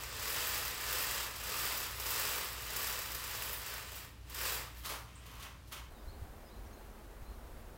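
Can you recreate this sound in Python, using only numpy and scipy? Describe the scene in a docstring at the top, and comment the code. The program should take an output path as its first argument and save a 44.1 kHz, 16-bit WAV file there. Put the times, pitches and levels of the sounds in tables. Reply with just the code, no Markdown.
"""A bead chain raises a pleated window blind, hand over hand, in a living room with faint mains hum.
Beads tick over the sprocket and sizzle through the guide; the head rail whirrs. The pleats bump at
the top and the slack chain knocks on the frame. At 5.9 s the scene changes to a quiet morning
outdoors: distant rush, light wind on the microphone, small birds whistling."""
import sys
import numpy as np
from scipy import signal
from scipy.fft import rfft, irfft
from scipy.io import wavfile
from scipy.ndimage import uniform_filter1d

SR = 44100
rng = np.random.default_rng(int(sys.argv[2]) if len(sys.argv) > 2 else 0)


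def waveform_to_disk(signal):
    """Save audio, clipped to [-1, 1], as 16-bit WAV at the path in sys.argv[1]."""
    frames = np.transpose(np.atleast_2d(signal))
    scaled = np.clip(frames, -1, 1) * 32767
    samples = np.round(scaled).astype(np.int16)
    wavfile.write(sys.argv[1], SR, samples)


N = 342657
TIME = np.arange(N) / SR

# Room decay: (frequency [Hz], T60 [s])
ROOM_DECAY = [(200, 0.42), (1200, 0.58), (3500, 0.34), (9000, 0.36), (16000, 0.3)]
# Mains hum: (frequency [Hz], rms level [dB])
HUM_PARTIALS = [(59.6, -55), (119.2, -63)]
# Background spectra: (frequency [Hz], relative level [dB])
ROOM_AIR_SPECTRUM = [(15, -7), (35, 0), (55, 11), (75, 5), (92, 10.5), (135, -2), (180, -1), (230, -7.5),
                     (280, -3.5), (350, -10), (650, -12.5), (1200, -16), (3000, -18), (8000, -26),
                     (16000, -29)]
RUSH_SPECTRUM = [(40, -26), (100, -5), (190, -6.5), (226, 1), (255, -7), (330, -5), (700, -7),
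                 (1500, -13.5), (2300, -19.5), (3200, -23), (4300, -25), (6000, -27.5), (11500, -27),
                 (15500, -25.5)]
WIND_SPECTRUM = [(12, -11), (25, -6), (42, 3.5), (65, -4), (100, -12.5), (170, -31), (400, -55)]
# Gusts: (peak time [s], rise [s], fall [s], level [dB])
WIND_GUSTS = [(6.07, .04, .04, -46), (6.215, .015, 0.047, -43), (6.6, .05, 0.1, -49),
              (6.855, .015, .02, -48), (7.225, .015, .025, -41.5), (7.3, .015, 0.036, -46),
              (7.45, .1, .25, -53)]
# Bird notes: (time [s], length [s], start pitch [Hz], end pitch [Hz], level [dB])
BIRD_NOTES = [(5.9, .16, 4350, 3500, -71), (5.96, .09, 5150, 4850, -77), (6.073, .042, 3900, 4400, -61),
              (6.125, .034, 3830, 4350, -66.5), (6.448, .06, 5280, 4860, -68),
              (6.48, 0.072, 3400, 4220, -66), (6.548, .035, 3650, 4180, -67),
              (6.652, .028, 6230, 5350, -68), (6.705, .12, 4250, 4100, -72), (6.72, .028, 6280, 6560, -69),
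              (7.24, 0.11, 4080, 4160, -70)]
# Spectra of the blind's parts and the frame: (frequency [Hz], relative level [dB])
PLEAT_SPECTRUM = [(190, -19), (280, -4), (360, -5), (520, -2), (800, 0), (1300, 1), (2200, -17),
                  (6000, -38)]
FRAME_SPECTRUM = [(150, -10), (450, -5.5), (750, -8), (1080, 3.5), (1450, -2), (1850, -2), (2250, -3.5),
                  (3250, -2.5), (4200, -11.5), (7000, -13), (12000, -26), (16000, -20)]
RATTLE_SPECTRUM = [(1500, -20), (4000, 3.5), (7500, -3), (9500, -0.5), (12000, 0), (16000, -1)]
RAIL_SPECTRUM = [(150, -17), (270, -13.5), (380, -4), (560, -5.5), (720, -6), (1150, 1), (1500, -2),
                 (1820, 0), (2200, -3.5), (2650, -1), (3500, -3), (4500, -7), (6500, -18), (12000, -43)]
SPROCKET_SPECTRUM = [(1500, -22.5), (3300, -8.5), (4200, -5.5), (4700, -0.5), (5200, -0.5), (5900, -4),
                     (6800, -4), (7800, -1), (9200, -8.5), (12000, -16.5), (16000, -23)]
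BEAD_SPECTRUM = [(3000, -28), (7000, -29), (9500, -4), (11500, 1.5), (13300, -1.5), (14500, 5.5),
                 (15300, 1), (16000, -3.5)]
# Head rail and housing resonances: (frequency [Hz], width [Hz], lift [dB])
RAIL_MODES = [(423, 33, 3), (501, 26, 4.5), (1254, 42, 2), (1810, 170, 1.5), (2110, 24, 5), (2330, 23, 3.5),
              (2670, 69, 2.5), (3970, 34, 5.5), (4650, 110, 3), (5090, 66, 2.5), (7060, 40, 4),
              (8130, 60, 4), (14212, 40, 4), (15580, 50, 9)]
# Slack chain on the frame: (time [s], relative frame level [dB], relative bead level [dB], decay [s])
CHAIN_KNOCKS = [(4.766, -66, -54, .012), (4.834, -45.5, -51, 0.019), (4.847, -42.5, -43.5, .03),
                (4.89, -43.5, -45.5, .045), (5.07, -61, -80, 0.061), (5.256, -55, -60, 0.017),
                (5.4, -48, -53, 0.013), (5.421, -47, -54, 0.03), (5.672, -75, -58, .018),
                (5.712, -45.5, -56, 0.013), (5.72, -43, -44.5, 0.017), (5.759, -48.5, -68, 0.034)]
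# Sharpest bead snaps: (time [s], relative level [dB])
BEAD_SNAPS = [(0.5447, -23), (1.1458, -25), (1.3598, -30), (1.7718, -25), (2.0589, -26), (2.105, -21.5),
              (2.1437, -27), (2.765, -22), (2.829, -24), (2.8698, -27), (3.0179, -28.5), (3.118, -26),
              (3.1473, -25), (4.2988, -34), (4.345, -28.5)]
# Pulls and tugs: (peak time [s], rise [s], fall [s], peak speed [beads/s], extra sizzle [dB])
CHAIN_PULLS = [(.007, .02, 0.033, 17.2, 1), (.415, 0.34, 0.31, 48.6, -0.5), (.66, 0.12, 0.07, 8.1, 5.4),
               (.961, .18, 0.28, 47.7, 0), (1.224, .107, .038, 17, -6), (1.606, 0.22, 0.22, 46, -1.3),
               (1.832, .092, .062, 12.1, 7), (2.218, 0.24, 0.27, 53.5, 0.5), (2.838, 0.24, 0.2, 35, 1),
               (3.334, 0.36, 0.17, 26, -0.5), (3.525, .15, .08, 15, 10), (3.69, .085, 0.14, 25.7, 0),
               (3.969, 0.13, 0.1, 15, 3), (4.463, .124, 0.15, 48, 1), (4.799, 0.062, .087, 5.5, 9)]


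def from_db(db):
    """Decibels to gain."""
    return 10 ** (np.asarray(db) / 20)


def unit_rms(x):
    """Scale to rms 1."""
    return x / np.sqrt(np.mean(x ** 2) + 1e-20)


def at_hz(points, hz):
    """Interpolate a table over log frequency."""
    knots_hz, values = np.transpose(points)
    return np.interp(np.log(np.maximum(hz, 1)), np.log(knots_hz), values)


def drift(corner_hz):
    """Smooth random wander, rms 1."""
    hop = 40
    pole = np.exp(-2 * np.pi * corner_hz * hop / SR)
    slow = signal.lfilter([1], [1, -2 * pole, pole * pole], rng.standard_normal(N // hop + 2002))[2000:]
    return np.interp(np.arange(N) / hop, np.arange(len(slow)), unit_rms(slow))


def swell(peak_s, rise_s, fall_s):
    """Asymmetric Gaussian hump, height 1."""
    return np.exp(-((TIME - peak_s) / np.where(TIME < peak_s, rise_s, fall_s)) ** 2)


def colour(x, spectrum, peaks=()):
    """Minimum-phase filter, unit power gain: smooth spectrum plus narrow peaks."""
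    size = 8192
    hz = np.arange(size // 2 + 1) * SR / size
    peaks_db = sum(db / (1 + (2 * (hz - centre) / width) ** 2) for centre, width, db in peaks)
    cepstrum = irfft(np.log(from_db(at_hz(spectrum, hz) + peaks_db)))
    cepstrum[1:size // 2] *= 2
    cepstrum[size // 2 + 1:] = 0
    response = irfft(np.exp(rfft(cepstrum)))
    return signal.fftconvolve(x, response / np.linalg.norm(response))[:N]


def fade(kicks, decay_s):
    """Exponential tail on each kick."""
    return signal.lfilter([1], [1, -np.exp(-1 / (decay_s * SR))], kicks + 1e-18)


def die_away(age_s, t60_s):
    """Gain falling 60 dB in t60_s."""
    return from_db(-60 * age_s / t60_s)


def even(x):
    """Hold rms at 1 over a 0.1 s window."""
    return x / np.sqrt(np.abs(uniform_filter1d(x ** 2, SR // 10)) + 1e-12)


def uneven_gains(spread_db):
    """Log-normal gains, clipped at two sigma."""
    return from_db(spread_db * np.clip(rng.standard_normal(N), -2, 2))


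def grains(per_s, spread_db):
    """Tiny random contacts, rms 1."""
    sizes = uneven_gains(spread_db) * rng.choice([-1, 1], N)
    return unit_rms(sizes * (rng.random(N) < per_s / SR))


def kick_train(per_s, jitter, spread_db):
    """One kick per passing tooth or bead, uneven in time and strength."""
    passed = np.floor(np.cumsum(per_s * np.exp(jitter * drift(25))) / SR)
    return (np.diff(passed, prepend=0) > 0) * uneven_gains(spread_db)


def room(x, wet_db, spots=3):
    """Contacts fall at several spots, each with its own diffuse tail; power is kept."""
    age_s, tails = TIME[:SR // 2], 0
    edges_hz = np.geomspace(100, 18000, 9)
    for low, high in zip(edges_hz, edges_hz[1:]):
        bandpass = signal.butter(2, [low, high], "band", fs=SR, output="sos")
        band = signal.sosfilt(bandpass, rng.standard_normal((spots, len(age_s))))
        tails = tails + band * die_away(age_s, at_hz(ROOM_DECAY, np.sqrt(low * high)))
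    tails *= age_s > .003  # pre-delay
    spot, wet = rng.integers(0, spots, N), from_db(wet_db)
    echo = sum(signal.oaconvolve(x * (spot == k), tail / np.linalg.norm(tail))[:N]
               for k, tail in enumerate(tails))
    return (x + wet * echo) / np.sqrt(1 + wet ** 2)


def room_tone(air_db=-55.5):
    """Still air and an appliance's wavering hum."""
    waver = from_db(.6 * drift(8))
    hum = sum(from_db(db) * np.sqrt(2) * np.sin(2 * np.pi * hz * TIME + .45 * drift(2.9))
              for hz, db in HUM_PARTIALS)
    return waver * hum + from_db(air_db) * colour(rng.standard_normal(N), ROOM_AIR_SPECTRUM)


def distant_rush(level_db=-55.5):
    """Far, nearly steady outdoor noise."""
    return from_db(level_db + .27 * drift(10)) * colour(rng.standard_normal(N), RUSH_SPECTRUM)


def wind(breeze_db=-52.5):
    """Breeze and gusts rumble on the microphone; their powers add."""
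    breeze = from_db(breeze_db + 2.1 * drift(8.5))
    gust_power = sum((from_db(db) * swell(*timing)) ** 2 for *timing, db in WIND_GUSTS)
    return np.sqrt(breeze ** 2 + gust_power) * even(colour(rng.standard_normal(N), WIND_SPECTRUM))


def birds(flutter_db=2.2, trees_db=-3.5):
    """Quavering whistles glide, then level off; trees scatter an echo."""
    song = np.zeros(N)
    quaver = 1 + .011 * drift(200)
    for time_s, length_s, start_hz, end_hz, db in BIRD_NOTES:
        progress = np.linspace(0, 1, int(length_s * SR))
        start = round(time_s * SR)
        span = slice(start, start + len(progress))
        hz = (end_hz + (start_hz - end_hz) * (1 - progress) ** 1.6) * quaver[span]
        envelope = from_db(db) * np.sqrt(np.abs(np.sin(np.pi * progress)))
        song[span] += envelope * np.sin(2 * np.pi * np.cumsum(hz) / SR)
    song *= from_db(flutter_db * drift(50))
    scatter = rng.standard_normal(SR // 2) * np.exp(-TIME[:SR // 2] / .11)
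    return song + from_db(trees_db) * signal.fftconvolve(song, scatter / np.linalg.norm(scatter))[:N]


def bead_clink(time_s=5.153, level_db=-59, centre_hz=8200, width_hz=1400):
    """Bead on bead: a thin, narrow ring."""
    edges_hz = [centre_hz - width_hz / 2, centre_hz + width_hz / 2]
    bandpass = signal.butter(2, edges_hz, "band", fs=SR, output="sos")
    ring = unit_rms(signal.sosfilt(bandpass, rng.standard_normal(N)))
    age_s = np.maximum(TIME - time_s, 0)
    return from_db(level_db) * (age_s > 0) * die_away(age_s, t60_s=.3) * ring


def pleat_bump(time_s=4.9, gain_db=-44.5, attack_s=.0076):
    """The gathered pleats land softly against the head rail."""
    age_s = np.maximum(TIME - time_s, 0)
    envelope = from_db(gain_db) * die_away(age_s, t60_s=.52) * (1 - np.exp(-age_s / attack_s))
    return colour(envelope * rng.standard_normal(N), PLEAT_SPECTRUM)


def slack_chain(attack_s=.0051):
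    """Runs of beads land: the frame booms, the beads rattle. Between knocks, single beads brush it."""
    brushing = swell(peak_s=5.36, rise_s=.19, fall_s=.13)
    touches = unit_rms(fade(kick_train(per_s=70, jitter=.4, spread_db=3), decay_s=.003))
    frame = from_db(-57.5) * brushing
    rattle = from_db(-59) * brushing ** 3 * touches
    for time_s, frame_db, bead_db, decay_s in CHAIN_KNOCKS:
        age_s = np.maximum(TIME - time_s, 0)
        landing = (1 - np.exp(-age_s / attack_s)) * np.exp(-age_s / decay_s)
        frame += from_db(frame_db + 1.5) * landing
        rattle += from_db(bead_db + 5.5) * landing
    return (colour(room(frame * grains(6000, 2.8), wet_db=.5), FRAME_SPECTRUM)
            + colour(room(rattle * grains(4000, 3.7), wet_db=-1), RATTLE_SPECTRUM))


def bead_snaps(beads_per_s, light_share=.07):
    """Beads click into their seats: light snaps by chance, sharp ones at set times."""
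    kicks = from_db(-32.5) * (rng.random(N) < light_share * beads_per_s / SR)
    for time_s, db in BEAD_SNAPS:
        kicks[round(time_s * SR)] = from_db(db)
    clicks = room(fade(kicks, decay_s=.0059) * rng.standard_normal(N), wet_db=-1)
    return from_db(-8.5) * colour(clicks, BEAD_SPECTRUM) + from_db(-15) * colour(clicks, SPROCKET_SPECTRUM)


def chain_motion():
    """Pulls sum to the chain speed; each sets the extra sizzle by its share of that speed."""
    strokes = np.array([peak_speed * swell(*timing) for *timing, peak_speed, _ in CHAIN_PULLS])
    beads_per_s = strokes.sum(axis=0) + 1e-9
    extra_sizzle_db = np.array(CHAIN_PULLS)[:, -1] @ strokes / beads_per_s
    return beads_per_s, extra_sizzle_db


def chain_drive(beads_per_s, extra_sizzle_db, brisk_per_s=50):
    """Beads hit the sprocket and sizzle in the guide, the gear buzzes; all shake the head rail."""
    doublings = np.log2(beads_per_s / brisk_per_s)  # faster is louder and brighter
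    judder_db = .39 * drift(13)  # the chain runs unevenly
    rail_db = -41 + 6 * doublings + judder_db
    sprocket_db = -41.5 + 7 * doublings + judder_db
    sizzle_db = -39.8 + 8.5 * doublings + judder_db + extra_sizzle_db + 1.3 * drift(13)
    ticks_per_s = np.maximum(beads_per_s, 22)  # even a creeping chain jingles
    beads = even(fade(kick_train(ticks_per_s, jitter=.08, spread_db=2.5), decay_s=.0057))
    gear = even(fade(kick_train(7 * ticks_per_s, jitter=.05, spread_db=2.5), decay_s=.00099))
    ticks = from_db(-1) * beads * grains(18000, 1.8) + from_db(-3.5) * gear * grains(18000, 5.3)
    rail = from_db(rail_db) * even(from_db(-3.5) * ticks + grains(4000, 3.45))
    sprocket = from_db(sprocket_db) * even(ticks + from_db(-1) * grains(5000, 5.5))
    sizzle = from_db(sizzle_db) * even(ticks + from_db(-.5) * grains(3000, 6))
    return (colour(room(rail, wet_db=-1), RAIL_SPECTRUM, RAIL_MODES)
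            + colour(room(sprocket, wet_db=-3), SPROCKET_SPECTRUM, RAIL_MODES)
            + colour(room(sizzle, wet_db=-4.5), BEAD_SPECTRUM, RAIL_MODES))


def scene(change_s=5.9, crossfade_s=.01):
    """Indoors, then outdoors; two identical channels."""
    beads_per_s, extra_sizzle_db = chain_motion()
    chain = chain_drive(beads_per_s, extra_sizzle_db) + bead_snaps(beads_per_s) + slack_chain()
    indoors = chain + pleat_bump() + bead_clink() + room_tone()
    outdoors = wind() + distant_rush() + birds()
    outside = np.clip((TIME - change_s) / crossfade_s + .5, 0, 1)
    return np.tile((1 - outside) * indoors + outside * outdoors, (2, 1))


def record(dry):
    """Steep elliptic low-pass."""
    cutoff_hz = 15850
    return signal.sosfilt(signal.ellip(12, .2, 80, cutoff_hz, fs=SR, output="sos"), dry)


dry = scene()
out = record(dry)
waveform_to_disk(out)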